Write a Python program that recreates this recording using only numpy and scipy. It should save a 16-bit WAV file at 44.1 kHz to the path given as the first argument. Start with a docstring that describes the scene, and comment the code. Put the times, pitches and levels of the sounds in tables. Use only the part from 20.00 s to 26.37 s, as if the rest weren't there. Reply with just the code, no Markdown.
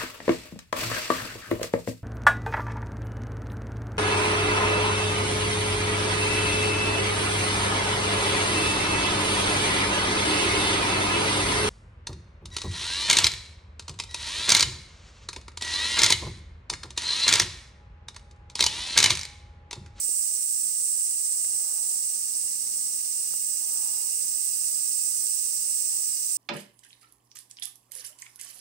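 """A crowd of cicadas shrills near 8 kHz in tall summer trees, each clicking two tiny drum skins.
A few sizzling cicadas on the right pump their bellies, rocking between a low and a high resonance.
Far-off cicadas blur into a thin whine, and single ones join in on their own pitch.
Beneath lie a distant crow, a few soft knocks of a hand on the microphone, a faint rumble and low hums."""
import sys
import numpy as np
from scipy import signal
from scipy.fft import rfft, irfft, next_fast_len
from scipy.io import wavfile

SR = 44100
rng = np.random.default_rng(int(sys.argv[2]) if len(sys.argv) > 2 else 0)


def master(y):
    """Save y as 16-bit WAV."""
    cut = np.clip(np.atleast_2d(y).T, -1, 1)
    pcm = np.round(cut * 32767)  # scale
    wavfile.write(sys.argv[1], SR, pcm.astype(np.int16))


N = 280917

# body resonance of the shrill cicadas: pitch_hz, gain_db
SHRILL_BODY = [(4060, -48), (6900, -17), (7760, -1), (8410, 1.5), (11600, -23), (15100, -37), (22000, -120)]
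# how the shrill crowd's loudness moves: time_s, relative_level_db
SHRILL_LOUDNESS = [(0.0, -29), (0.67, -30), (0.96, -29), (2.68, -32), (4.74, -30), (6.37, -31)]
# low body resonance of the sizzlers: pitch_hz, gain_db
SIZZLE_LOW_BODY = [(2060, -29), (3500, -22.5), (5100, -3), (6070, 0.5), (6850, -3.5), (7100, -5),
                   (9230, -29), (15600, -120)]
# high body resonance of the sizzlers: pitch_hz, gain_db
SIZZLE_HIGH_BODY = [(5000, -70), (8000, -30), (11000, -12), (12000, -8.5), (13000, -8), (14000, -4.5),
                    (15000, 0), (15800, .5), (16400, -30)]
# loudness of the high sizzle, dipping and rising as the microphone turns: time_s, relative_level_db
SIZZLE_HIGH_LOUDNESS = [(0.1, -43), (0.6, -43), (1.46, -45), (1.65, -43), (2.6, -45), (3.45, -42),
                        (5.36, -42), (6.37, -43)]
# steady ringing within the sizzle: pitch_hz, width_hz, gain_db
SIZZLE_RINGING = [(5340, 41, -4), (6230, 90, 1)]
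# narrow resonances of the far cicadas: pitch_hz, width_hz, gain_db
WHINE_RESONANCES = [(2160, 200, -4.5), (2380, 190, -6.5), (2560, 50, -7), (2755, 60, -0.5),
                    (2823, 100, 0.5), (3240, 100, -9), (3464, 50, -8), (3770, 62, -6)]
# single far cicadas joining in: start_s, length_s, pitch_hz, level_db
SOLO_SONGS = [(2.6, 4.9, 4935, -51), (2.8, 1.9, 2818, -64.5), (2.9, 4.1, 2561, -68),
              (3.3, 3.7, 5300, -54.5), (5.2, 1.8, 5900, -53), (5.6, 1.4, 2825, -65.5)]
# caws of the crow: start_s, length_s, throat_pitch_hz, relative_level_db
CROW_CAWS = [(1.48, .54, 885, -64), (3.59, 0.52, 930, -61.2), (5.9, 0.15, 870, -69)]
# hand knocks, where harder touches tend to be higher and shorter: start_s, relative_peak_db, pitch_hz
HAND_KNOCKS = [(.09, -45.5, 310), (1.446, -40, 2300), (1.54, -56, 170), (2.429, -55, 130),
               (3.336, -48, 850), (3.9, -60, 100), (4.135, -57, 60), (4.929, -51, 260), (5.035, -52, 170)]
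# tone colour of the outdoor rumble: pitch_hz, gain_db
RUMBLE_COLOUR = [(15, -47), (25, -11.5), (112, -7.5), (151, -1), (234, 1), (377, -0.3), (564, -5),
                 (800, -5.5), (893, -4), (1050, -5), (1440, -6.5), (2000, -6.5), (2600, -38), (4400, -120)]
# how alike the rumble is at both ears: pitch_hz, likeness_0_to_1
RUMBLE_LIKENESS = [(40, 0), (90, 0), (170, .55), (350, 0.74), (700, 0.7), (1400, 0)]
# which side each pitch comes from: pitch_hz, left_minus_right_db
SIDE_BY_PITCH = [(60, -1.5), (200, -6.5), (450, -1.5), (1000, -6.5), (3300, -8.5), (4300, -3.5), (5700, -9),
                 (6700, -18.5), (7700, -4.2), (9000, -8), (11300, -12.5), (12600, -13.5), (15300, -13.5)]
# the microphone turns past the trees (scene centres and softens this): time_s, left_minus_right_db
MICROPHONE_TURN = [(0.0, -8.0), (0.49, -6.0), (3.23, -5.0), (5.14, -7.5), (6.37, -5.5)]


def shrill_crowd(count=6):
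    """Many cicadas, each at its own click rate and swelling and fading, plus one nearer than the rest."""
    crowd = 0
    for clicks_per_s in rng.uniform(280, 560, count):
        song = drum_clicks(clicks_per_s, wander=.015, jitter=.05, rough_db=3.5)
        song = song * from_db(2 * drift(3.2))
        crowd = crowd + leaf_echoes(song, echo_db=4, fade_s=.25)
    near = drum_clicks(440, wander=.002, jitter=.015, rough_db=3)
    near = leaf_echoes(near, echo_db=-2, fade_s=.26)
    snaps = (rng.random((2, N)) < 4 / SR) * rng.uniform(4, 11, (2, N))   # odd clicks stand out
    chorus = unit_level(crowd) + from_db(-8) * unit_level(near) + from_db(-2.5) * hiss() + snaps
    return from_db(over_time(SHRILL_LOUDNESS) + 3.9) * colour(chorus, SHRILL_BODY)


def drum_clicks(clicks_per_s, wander, jitter, rough_db):
    """A cicada's two drum skins (tymbals) buckle in turn, making slightly uneven clicks."""
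    cycles = np.cumsum(clicks_per_s * (1 + wander * drift(2))) / SR + rng.random()
    beats = np.arange(1, int(cycles[-1]))
    click_at = np.searchsorted(cycles, beats + jitter * rng.standard_normal(len(beats)))
    click_db = rough_db * rng.standard_normal(len(beats)) - 2 * (beats % 2)   # one skin is softer
    clicks = np.zeros(N)
    clicks[np.minimum(click_at, N - 1)] = from_db(click_db)
    return unit_level(clicks)


def sizzlers(count=5, pumps_per_s=15.6):
    """A pumping belly swings the song between two resonances; neighbours fill in around the near cicada."""
    pump_rate = pumps_per_s * (1 + .015 * drift(1))
    pump = np.cos(2 * np.pi * np.cumsum(pump_rate) / SR)
    near = drum_clicks(398.6, wander=.0024, jitter=.006, rough_db=2)
    near = unit_level(leaf_echoes(near, echo_db=-2, fade_s=.2))
    neighbours = 0
    for clicks_per_s in rng.uniform(340, 400, count):
        song = drum_clicks(clicks_per_s, wander=.02, jitter=.06, rough_db=3.5)
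        neighbours = neighbours + leaf_echoes(song, echo_db=1, fade_s=.21)
    neighbours = unit_level(neighbours)
    low = colour(neighbours + from_db(-14) * near + from_db(-4) * hiss(), SIZZLE_LOW_BODY)
    low = low + from_db(-10.5) * resonate(hiss(), SIZZLE_RINGING)
    high = colour(neighbours + from_db(1) * near + from_db(-2) * hiss(), SIZZLE_HIGH_BODY)
    top = filtered(high, lambda hz: at_pitch([(13300, .2), (14300, .66)], hz))   # the very top throbs most
    low = low * (1 - .12 * pump) * growing(start_db=-39.2, db_per_s=.28)
    high = (high + .25 * pump * top) * from_db(over_time(SIZZLE_HIGH_LOUDNESS) + 4.8)
    return low + high


def far_whine(throbs_per_s=15.5):
    """Distance smears the clicks into narrow bands of noise that still throb."""
    throb = np.sin(2 * np.pi * np.cumsum(throbs_per_s + .72 * drift(.9)) / SR)
    whine = resonate(hiss(), WHINE_RESONANCES) * (1 + .15 * throb)
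    return whine * growing(start_db=-60.3, db_per_s=.33)


def solo_cicadas(width_share=.007):
    """Single far cicadas, blurred by many paths into thin tones that swell, waver and fade."""
    out = 0
    for start_s, length_s, pitch_hz, level_db in SOLO_SONGS:
        loudness = from_db(level_db + 1.2 * drift(3)) * swell(start_s, start_s + length_s)
        out = out + loudness * resonate(hiss(), [(pitch_hz, width_share * pitch_hz, 0)])
    return out


def crow():
    """Hoarse caws, blurred by the wood to two throat resonances that swell and fade."""
    out = 0
    for start_s, length_s, pitch_hz, level_db in CROW_CAWS:
        throat = resonate(hiss(), [(pitch_hz, 130, 0), (1.24 * pitch_hz, 330, -6)])
        loudness = from_db(level_db + 4 + .89 * drift(14)) * swell(start_s, start_s + length_s)
        out = out + loudness * throat
    return out


def hand_knocks(fade_cycles=16, casing_hz=470):
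    """Each touch is a short scuff, dulled by the soft hand, that rings briefly with the casing."""
    out = np.zeros((2, N))
    t = np.arange(SR // 5) / SR
    for start_s, peak_db, pitch_hz in HAND_KNOCKS:
        noise = rng.standard_normal(len(t)) + .5 * rng.standard_normal((2, len(t)))
        scuff = noise * from_db(-60 * t * pitch_hz / fade_cycles)
        dulled = signal.lfilter(*signal.butter(2, 2 * pitch_hz, fs=SR), scuff)
        knock = resonate(dulled, [(pitch_hz, .69 * pitch_hz, 0), (casing_hz, 300, 2)])
        start = round(start_s * SR)
        out[:, start:start + len(t)] += from_db(peak_db + 2.7) * knock / np.abs(knock).max()
    return out


def rumble():
    """Far-off air and traffic make a flickering murmur that swells once."""
    middle, side = hiss()
    shared = filtered(middle, lambda hz: np.sqrt(1 + at_pitch(RUMBLE_LIKENESS, hz)))
    apart = filtered(side, lambda hz: np.sqrt(1 - at_pitch(RUMBLE_LIKENESS, hz)))
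    level_db = -64.4 + 2.3 * swell(start_s=1.3, end_s=5.2) + 1.36 * drift(8.3)
    return from_db(level_db) * colour(np.array([shared + apart, shared - apart]), RUMBLE_COLOUR)


def low_hums(pitches_hz=(180, 225), width_hz=45):
    """Faint hums come and go at random; their long waves reach both ears alike."""
    return sum(from_db(-78.5 + 4 * drift(2.5)) * resonate(rng.standard_normal(N), [(hz, width_hz, 0)])
               for hz in pitches_hz)


def leaf_echoes(sound, echo_db, fade_s):
    """Sound goes straight to each ear, then echoes off leaves and trunks, dying 60 dB in fade_s."""
    t = np.arange(SR // 3) / SR
    paths = rng.standard_normal((2, len(t))) * from_db(-60 * t / fade_s)
    paths *= from_db(echo_db) / np.sqrt(np.sum(paths ** 2, axis=1, keepdims=True))
    paths[[0, 1], rng.integers(0, 60, 2)] += 1   # the straight path to each ear
    size = next_fast_len(N)
    return irfft(rfft(sound, size) * rfft(paths, size), size)[:, :N]


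def hiss():
    """Sound from countless far paths merges into a smooth hiss, different at each ear."""
    return rng.standard_normal((2, N))


def resonate(sound, resonances):
    """Ring a sound at each (pitch_hz, width_hz, gain_db); the sum comes out at level 1."""
    out = 0
    for pitch_hz, width_hz, gain_db in resonances:
        band = signal.iirpeak(pitch_hz, pitch_hz / width_hz / 1.5, fs=SR)
        ringing = signal.lfilter(*band, signal.lfilter(*band, sound))   # twice, for steep edges
        out = out + from_db(gain_db) * ringing
    return unit_level(out)


def colour(sound, table):
    """Shape a sound's tone with a table of (pitch_hz, gain_db); it comes out at level 1."""
    return unit_level(filtered(sound, lambda hz: from_db(at_pitch(table, hz))))


def filtered(sound, gain_at_hz):
    """Turn each pitch in a sound up or down by its own gain."""
    size = next_fast_len(N)
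    hz = np.arange(size // 2 + 1) * SR / size
    return irfft(rfft(sound, size) * gain_at_hz(hz), size)[..., :N]


def drift(turns_per_s):
    """A smooth random wobble, about 1 in size."""
    step, warm_up = 40, 2000
    memory = np.exp(-2 * np.pi * step * turns_per_s / SR)
    noise = rng.standard_normal(N // step + warm_up + 2)
    slow = signal.lfilter([1], [1, -2 * memory, memory ** 2], noise)[warm_up:]
    return np.interp(np.arange(N) / step, np.arange(len(slow)), unit_level(slow))


def swell(start_s, end_s):
    """A rounded rise from 0 to 1 and back."""
    progress = np.clip((np.arange(N) / SR - start_s) / (end_s - start_s), 0, 1)
    return np.sqrt(np.abs(np.sin(np.pi * progress)))


def growing(start_db, db_per_s):
    """A gain that climbs steadily."""
    return from_db(start_db + db_per_s * np.arange(N) / SR)


def over_time(table):
    """Read a table of (time_s, value) at every sample."""
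    return np.interp(np.arange(N) / SR, *np.transpose(table))


def at_pitch(table, hz):
    """Read a table of (pitch_hz, value), with octaves evenly spaced."""
    pitches_hz, values = np.transpose(table)
    return np.interp(np.log(hz + 1e-9), np.log(pitches_hz), values)


def from_db(db):
    """Turn decibels into a gain to multiply by."""
    return 10 ** (np.asarray(db) / 20)


def unit_level(sound):
    """Scale a sound to an average (rms) level of 1."""
    return sound / np.sqrt(np.mean(sound ** 2) + 1e-20)


def lean(left_minus_right_db):
    """Left and right gains that move a sound to one side."""
    return from_db(left_minus_right_db * np.array([[.5], [-.5]]))


def ear_gains(hz):
    """Place each pitch to the side while keeping its total power."""
    gains = lean(at_pitch(SIDE_BY_PITCH, hz))
    return gains / np.sqrt(np.mean(gains ** 2, axis=0))


def scene():
    """All layers together; the nearest trees stand on the right."""
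    cicadas = shrill_crowd() + sizzlers() + far_whine() + solo_cicadas()
    turn_db = over_time(MICROPHONE_TURN)
    cicadas = cicadas * lean(.8 * (turn_db - turn_db.mean()))
    background = rumble() + low_hums() + crow() + hand_knocks()
    return filtered(cicadas + background, ear_gains)


def record(dry):
    """The highest treble is cut off steeply."""
    cutoff_hz = 15760
    return signal.sosfilt(signal.ellip(14, .1, 80, cutoff_hz, fs=SR, output="sos"), dry)


dry = scene()
out = record(dry)
master(out)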